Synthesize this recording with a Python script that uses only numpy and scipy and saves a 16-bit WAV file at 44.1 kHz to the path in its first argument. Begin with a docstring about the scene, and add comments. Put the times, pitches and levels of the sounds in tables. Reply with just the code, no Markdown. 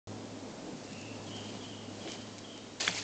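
"""A mountain bike rolls along a woodland trail and lands hard on dry leaves and soil.
The bike clacks as decaying metal modes; leaves and twigs are dense crackle and short bright noise bursts.
Breeze and tyres together are low wavering noise, with banded noise thuds where the soil takes the weight.
A bird's warbled call and a few whistles are swept sines blurred by echoes among the trees.
Behind them lie a two-partial drone, a deep murmur of noise and a steady, faint, nearly white hiss."""
import sys
import numpy as np
from scipy import signal
from scipy.fft import rfft, irfft, next_fast_len
from scipy.io import wavfile
from scipy.ndimage import uniform_filter1d, map_coordinates

SR = 44100
rng = np.random.default_rng(int(sys.argv[2]) if len(sys.argv) > 2 else 0)


def store_pcm(level_fs):
    """Save levels as 16-bit WAV."""
    pcm = np.round(np.clip(level_fs, -1, 1) * 32767).astype(np.int16)
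    wavfile.write(sys.argv[1], SR, np.atleast_2d(pcm).T)


N = 133623

# knocks of the bike's frame and chain [t/s, level/dB]
BIKE_KNOCKS = [(2.075, -33.5), (2.084, -38.5), (2.8783, -13), (2.8800, -29), (2.8835, -27), (2.8888, -26)]
# ringing modes of the bike [f/Hz, level/dB, t60/s]
BIKE_MODES = [(1080, -14, 0.0088), (1660, -3.5, 0.01), (1906, -11, .014), (2143, -6.5, 0.012),
              (2440, -4, 0.012), (2730, -11, 0.0059), (3346, -6, 0.016), (3550, -8.5, 0.0097),
              (4500, -26, .03), (5270, -25.5, 0.036), (7100, -19, 0.011)]

# leaves stirred on the run-in [t/s, level/dB]
RUN_IN_RUSTLE = [(0.1, -80), (0.7, -60), (0.94, -55.5), (1.18, -57), (1.38, -51.5), (1.64, -52),
                 (1.85, -63.5), (2.04, -51), (2.12, -45.5), (2.18, -52), (2.35, -60), (2.78, -69.5)]
# tyres pressing into the leaves [t/s, level/dB, attack/s, hold/s, t60/s]
LEAF_CRUNCHES = [(2.798, -31, 0.0059, 0.022, 0.11), (2.844, -35.5, 0.0045, 0.011, 0.089),
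                 (2.866, -37.5, .003, 0.02, 0.14), (2.932, -38.5, 0.044, 0.015, 0.093)]
# colour of breaking leaves [f/Hz, level/dB]
LEAF_COLOUR = [(200, -28), (600, -3), (1200, -8.5), (2400, -1), (3300, -3.5), (4500, -0.5), (5800, -4.5),
               (7200, -3), (8500, -9)]
ROLL_OUT_DB, ROLL_OUT_HOLD_S, ROLL_OUT_T60_S = -39, .15, 0.89
# twigs and dry leaves snapping [t/s, level/dB]
TWIG_SNAPS = [(0.9297, -44.5), (1.0135, -44.5), (2.119, -38), (2.382, -43), (2.388, -45), (2.5767, -45.5),
              (2.8063, -28), (2.807, -45), (2.966, -38.5), (2.981, -34)]

# low outdoor rumble, breeze and distant tyres together [t/s, level/dB]
RUMBLE_LEVEL = [(0.08, -44.5), (0.3, -46), (0.6, -44.5), (0.69, -47), (0.8, -46.5), (1.0, -48.5),
                (1.1, -45.5), (1.3, -43.5), (1.55, -46), (1.75, -47.5), (1.98, -45.5), (2.08, -46),
                (2.2, -46), (2.4, -49), (2.78, -50)]
# colour of the rumble and the close rolling [f/Hz, level/dB]
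TRAIL_COLOUR = [(30, -25), (80, -19), (125, -11.5), (165, -7.5), (215, -1), (275, .5), (350, -6.5),
                (430, -5), (560, -8), (780, -11.5), (1200, -20), (2500, -39.5), (6000, -33.5)]
# soil taking the weight of the bike [t/s, level/dB, centre f/Hz, t60/s]
SOIL_THUDS = [(0.66, -41, 350, .4), (0.726, -46.5, 170, 0.5), (0.89, -44.5, 182, 0.65),
              (2.051, -40.5, 370, 0.31), (2.799, -44, 420, 0.16), (2.88, -41.5, 200, 0.18),
              (2.883, -37, 780, 0.044)]
# colour of a thud [multiple of its centre frequency, level/dB]
THUD_COLOUR = [(.2, -38), (.55, -14), (.85, 11.5), (1.2, 2), (1.9, -3.5), (4, -30), (12, -46)]
TOUCHDOWN_S, LANDED_ROLL_DB = 2.8, -51.5

# the bird's repeated call [t/s, f/Hz, level/dB], before the note's shape is applied
BIRD_CALLS = [(1.259, 3150, -50.5), (1.598, 3183, -51.5), (2.003, 3134, -53), (2.434, 3150, -55.5)]
# shape of one call [t/s from its start, pitch ratio, level/dB added]
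CALL_SHAPE = [(0, 1.03, -11), (.018, 1.05, 4), (.034, .95, -6.5), (.052, .93, -0.5), (0.071, 1.005, 2),
              (0.113, 1.0, -1.5), (.135, .91, -3.5), (.165, .89, -14.5)]
# single whistles [t/s, f/Hz, length/s, level/dB, pitch flutter as a share]
BIRD_WHISTLES = [(0.865, 2710, .28, -55.5, .032), (0.953, 2793, 0.1, -59, .04),
                 (2.303, 4620, 0.15, -67, .01), (2.56, 3820, 0.1, -64, .01)]
TRILL_HZ, TRILL_DEPTH = 151, .03  # depth as a share of the pitch
BIRD_ECHO_T60_S = 1

# distant drone [t/s, level/dB]
DRONE_LEVEL = [(0.08, -47.5), (0.22, -53), (0.34, -55), (0.48, -57), (0.6, -76), (0.9, -56.5),
               (1.07, -52.5), (1.3, -50.5), (1.65, -55), (1.98, -52), (2.08, -60.5), (2.3, -54.5),
               (2.5, -61), (2.7, -62), (3.0, -52.5)]
DRONE_HZ, OCTAVE_DB = 105, -9
# colour of the deep outdoor murmur [f/Hz, level/dB]
MURMUR_COLOUR = [(20, -2), (45, -4), (90, -8.5), (200, -33.5), (1000, -74.5)]
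MURMUR_DB = -73

# colour of the steady background hiss [f/Hz, level/dB]
HISS_COLOUR = [(100, -9), (1000, 1), (3000, 0.5), (5000, 0), (7500, -1.5), (9000, -4.5)]
HISS_DB = -52
# treble roll-off of the recorder [f/Hz, gain/dB]
TREBLE_ROLL_OFF = [(7200, 0), (7800, -4.5), (8300, -9.5), (8800, -23), (9100, -37.5)]
START_S, TOP_HZ = .0725, 9050  # silent up to START_S, nothing from TOP_HZ up


def amp(db):
    """Decibels to gain."""
    return 10 ** (np.asarray(db) / 20)


def unit(x):
    """Scale to rms 1."""
    return x / np.sqrt(np.mean(x ** 2) + 1e-20)


def clock():
    """Seconds at each sample."""
    return np.arange(N) / SR


def level(rows):
    """Gain per sample, gliding in dB between [t/s, level/dB] points."""
    return amp(np.interp(clock(), *np.transpose(rows)))


def wobble(rate):
    """A smooth random curve, rate knots a second."""
    return map_coordinates(rng.standard_normal(2048), [clock() * rate], mode="wrap")


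def colour(x, points):
    """Filter x by [f/Hz, level/dB] points joined on a log frequency axis."""
    m = next_fast_len(N + SR // 2)
    f, db = np.transpose(points)
    log_f = np.log(np.fft.rfftfreq(m, 1 / SR) + 1)  # the 1 Hz avoids log(0)
    gain = amp(np.interp(log_f, np.log(f), db))
    return irfft(rfft(x, m) * gain, m)[:N]


def noise(points):
    """Coloured noise of rms 1."""
    return unit(colour(rng.standard_normal(N), points))


def fade(t, t60):
    """Exponential decay from t = 0, down 60 dB after t60 seconds."""
    return np.exp(-np.log(1000) * np.maximum(t, 0) / t60)


def envelope(s, attack, hold, t60):
    """Rise from time s, hold and die away."""
    t = clock() - s
    return np.clip(t / attack, 0, 1) * fade(t - attack - hold, t60)


def woods(x, t60):
    """Echoes scattered by the trunks: a decaying noise tail with a soft onset."""
    t = np.arange(SR) / SR
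    tail = rng.standard_normal(SR) * fade(t, t60) * (1 - np.exp(-t / .01))
    return signal.fftconvolve(x, tail / np.linalg.norm(tail))[:N]


def bike():
    """Each knock rings the same heavily damped modes, alternating in polarity, under a short noise crack."""
    out = np.zeros(N + SR)
    t = np.arange(SR // 8) / SR
    for s, db in BIKE_KNOCKS:
        ring = np.zeros(len(t))
        for k, (hz, mode_db, t60) in enumerate(BIKE_MODES):
            gain = (-1) ** k * amp(mode_db + rng.normal(0, 1))  # modes vary a little per knock
            ring += gain * np.sin(2 * np.pi * hz * t) * fade(t, t60)
        grit = noise([(300, -15), (1200, -3), (3400, -3), (4500, -16), (9000, -29)])[:len(t)]
        crack = amp(-8) * fade(t, 0.0044) * grit
        start = round(s * SR)
        out[start:start + len(t)] += amp(db) * (ring + crack)
    return out[:N]


def crackle(per_s, spread_db, dust_db):
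    """Many tiny leaf fractures of uneven size over a fine rustle, rms 1."""
    struck = rng.random(N) < per_s / SR
    size = amp(spread_db * np.minimum(rng.exponential(size=N), 3))
    cracks = struck * rng.choice([-1, 1], N) * size
    dust = amp(dust_db) * rng.standard_normal(N)
    return unit(colour(unit(cracks) + dust, LEAF_COLOUR))


def patchy(x, depth_db):
    """Each clump of leaves has its own colour for a few milliseconds."""
    z = signal.stft(x, nperseg=256)[2]
    field = uniform_filter1d(rng.standard_normal(z.shape), size=5, axis=0)  # across frequency
    field = uniform_filter1d(field, size=3, axis=1)  # across time
    gain = unit(amp(depth_db * unit(field)))
    return signal.istft(z * gain, nperseg=256)[1][:N]


def leaves():
    """Leaf fractures make a far rustle on the run-in, crunches under the tyres and a crackling roll-out."""
    far_sway = amp(1.5 * wobble(44.72))
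    far = level(RUN_IN_RUSTLE) * far_sway * crackle(per_s=700, spread_db=0.5, dust_db=-1.5)
    press = sum(amp(db) * envelope(s, attack, hold, t60)
                for s, db, attack, hold, t60 in LEAF_CRUNCHES)
    crunch = press * crackle(per_s=4500, spread_db=3, dust_db=-5)
    trail_off = amp(ROLL_OUT_DB) * envelope(TOUCHDOWN_S, .03, ROLL_OUT_HOLD_S, ROLL_OUT_T60_S)
    roll_out = trail_off * crackle(per_s=1500, spread_db=3.0, dust_db=-3.5)
    return far + patchy(crunch + roll_out, depth_db=3)


def twigs():
    """Brittle snaps: near-instant bursts of bright noise."""
    snaps = sum(amp(db) * envelope(s, 0.00022, 0.001, 0.018) for s, db in TWIG_SNAPS)
    return snaps * noise([(500, -20.5), (2000, -7.5), (4500, -1), (6800, -2), (9000, -10.5)])


def thuds():
    """Soil takes the weight: short noise bursts peaking near each thud's centre frequency."""
    out = np.zeros(N)
    for s, db, hz, t60 in SOIL_THUDS:
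        body = noise([(hz * ratio, gain_db) for ratio, gain_db in THUD_COLOUR])
        out += amp(db) * envelope(s, .006, 0.0042, t60) * body
    return out


def breeze_and_tyres():
    """Low noise for breeze and distant tyres, close rolling after touchdown, and thuds on the soil."""
    rumble = level(RUMBLE_LEVEL) * amp(0.62 * wobble(21.9)) * noise(TRAIL_COLOUR)
    landed = amp(LANDED_ROLL_DB) * envelope(TOUCHDOWN_S, .01, 1, 1) * noise(TRAIL_COLOUR)
    return rumble + landed + thuds()


def bird_calls():
    """A repeated call: a sine bent along the note's shape, with a fast trill and random waver."""
    song = np.zeros(N)
    at, ratio, shape_db = np.transpose(CALL_SHAPE)
    for s, hz, db in BIRD_CALLS:
        t = clock() - s
        trill = TRILL_DEPTH * np.sin(2 * np.pi * TRILL_HZ * t)
        pitch = hz * np.interp(t, at, ratio) * (1 + trill + 0.00788 * wobble(60))
        loudness = amp(db + np.interp(t, at, shape_db) + 2.4 * wobble(30.63))
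        sounding = (t > 0) * (t < at[-1])
        song += loudness * sounding * np.sin(2 * np.pi * np.cumsum(pitch) / SR)
    return song


def bird_whistles():
    """Single whistles: sines with a random pitch flutter that swell and sink."""
    song = np.zeros(N)
    for s, hz, length, db, flutter in BIRD_WHISTLES:
        swell = np.sqrt(np.abs(np.sin(np.pi * np.clip((clock() - s) / length, 0, 1))))
        pitch = hz * (1 + flutter * wobble(200))
        song += amp(db) * swell * np.sin(2 * np.pi * np.cumsum(pitch) / SR)
    return song


def bird():
    """Far calls and whistles, blurred by strong echoes from the trees."""
    song = bird_calls() + bird_whistles()
    return amp(1) * song + amp(2.0) * woods(song, BIRD_ECHO_T60_S)


def drone():
    """A low hum, as of a far engine: a fundamental and its octave, wavering in pitch and level."""
    pitch = DRONE_HZ * (1 + .024 * wobble(18))
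    phase = 2 * np.pi * np.cumsum(pitch) / SR
    hum = np.sqrt(2) * (np.sin(phase) + amp(OCTAVE_DB) * np.sin(2 * phase))  # fundamental at rms 1
    return level(DRONE_LEVEL) * amp(0.76 * wobble(12)) * hum


def murmur():
    """The ground's deep, steady murmur as very low noise."""
    return amp(MURMUR_DB) * noise(MURMUR_COLOUR)


def scene():
    """Bike, leaves and twigs with a faint woodland echo, then breeze and tyres, bird, drone and murmur."""
    ride = bike() + leaves() + twigs()
    echo = amp(-16) * woods(ride, t60=.5)
    return (ride + echo + breeze_and_tyres() + bird() + drone() + murmur())[None]


def record(dry):
    """Sound starts after a moment of silence, over a steady hiss, with dulled treble and its top cut off."""
    x = (dry[0] + amp(HISS_DB) * noise(HISS_COLOUR)) * (clock() > START_S)
    m = next_fast_len(N + SR // 2)
    spectrum = rfft(colour(x, TREBLE_ROLL_OFF), m)
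    passed = np.fft.rfftfreq(m, 1 / SR) < TOP_HZ
    return irfft(spectrum * passed, m)[None, :N]


dry = scene()
out = record(dry)
store_pcm(out)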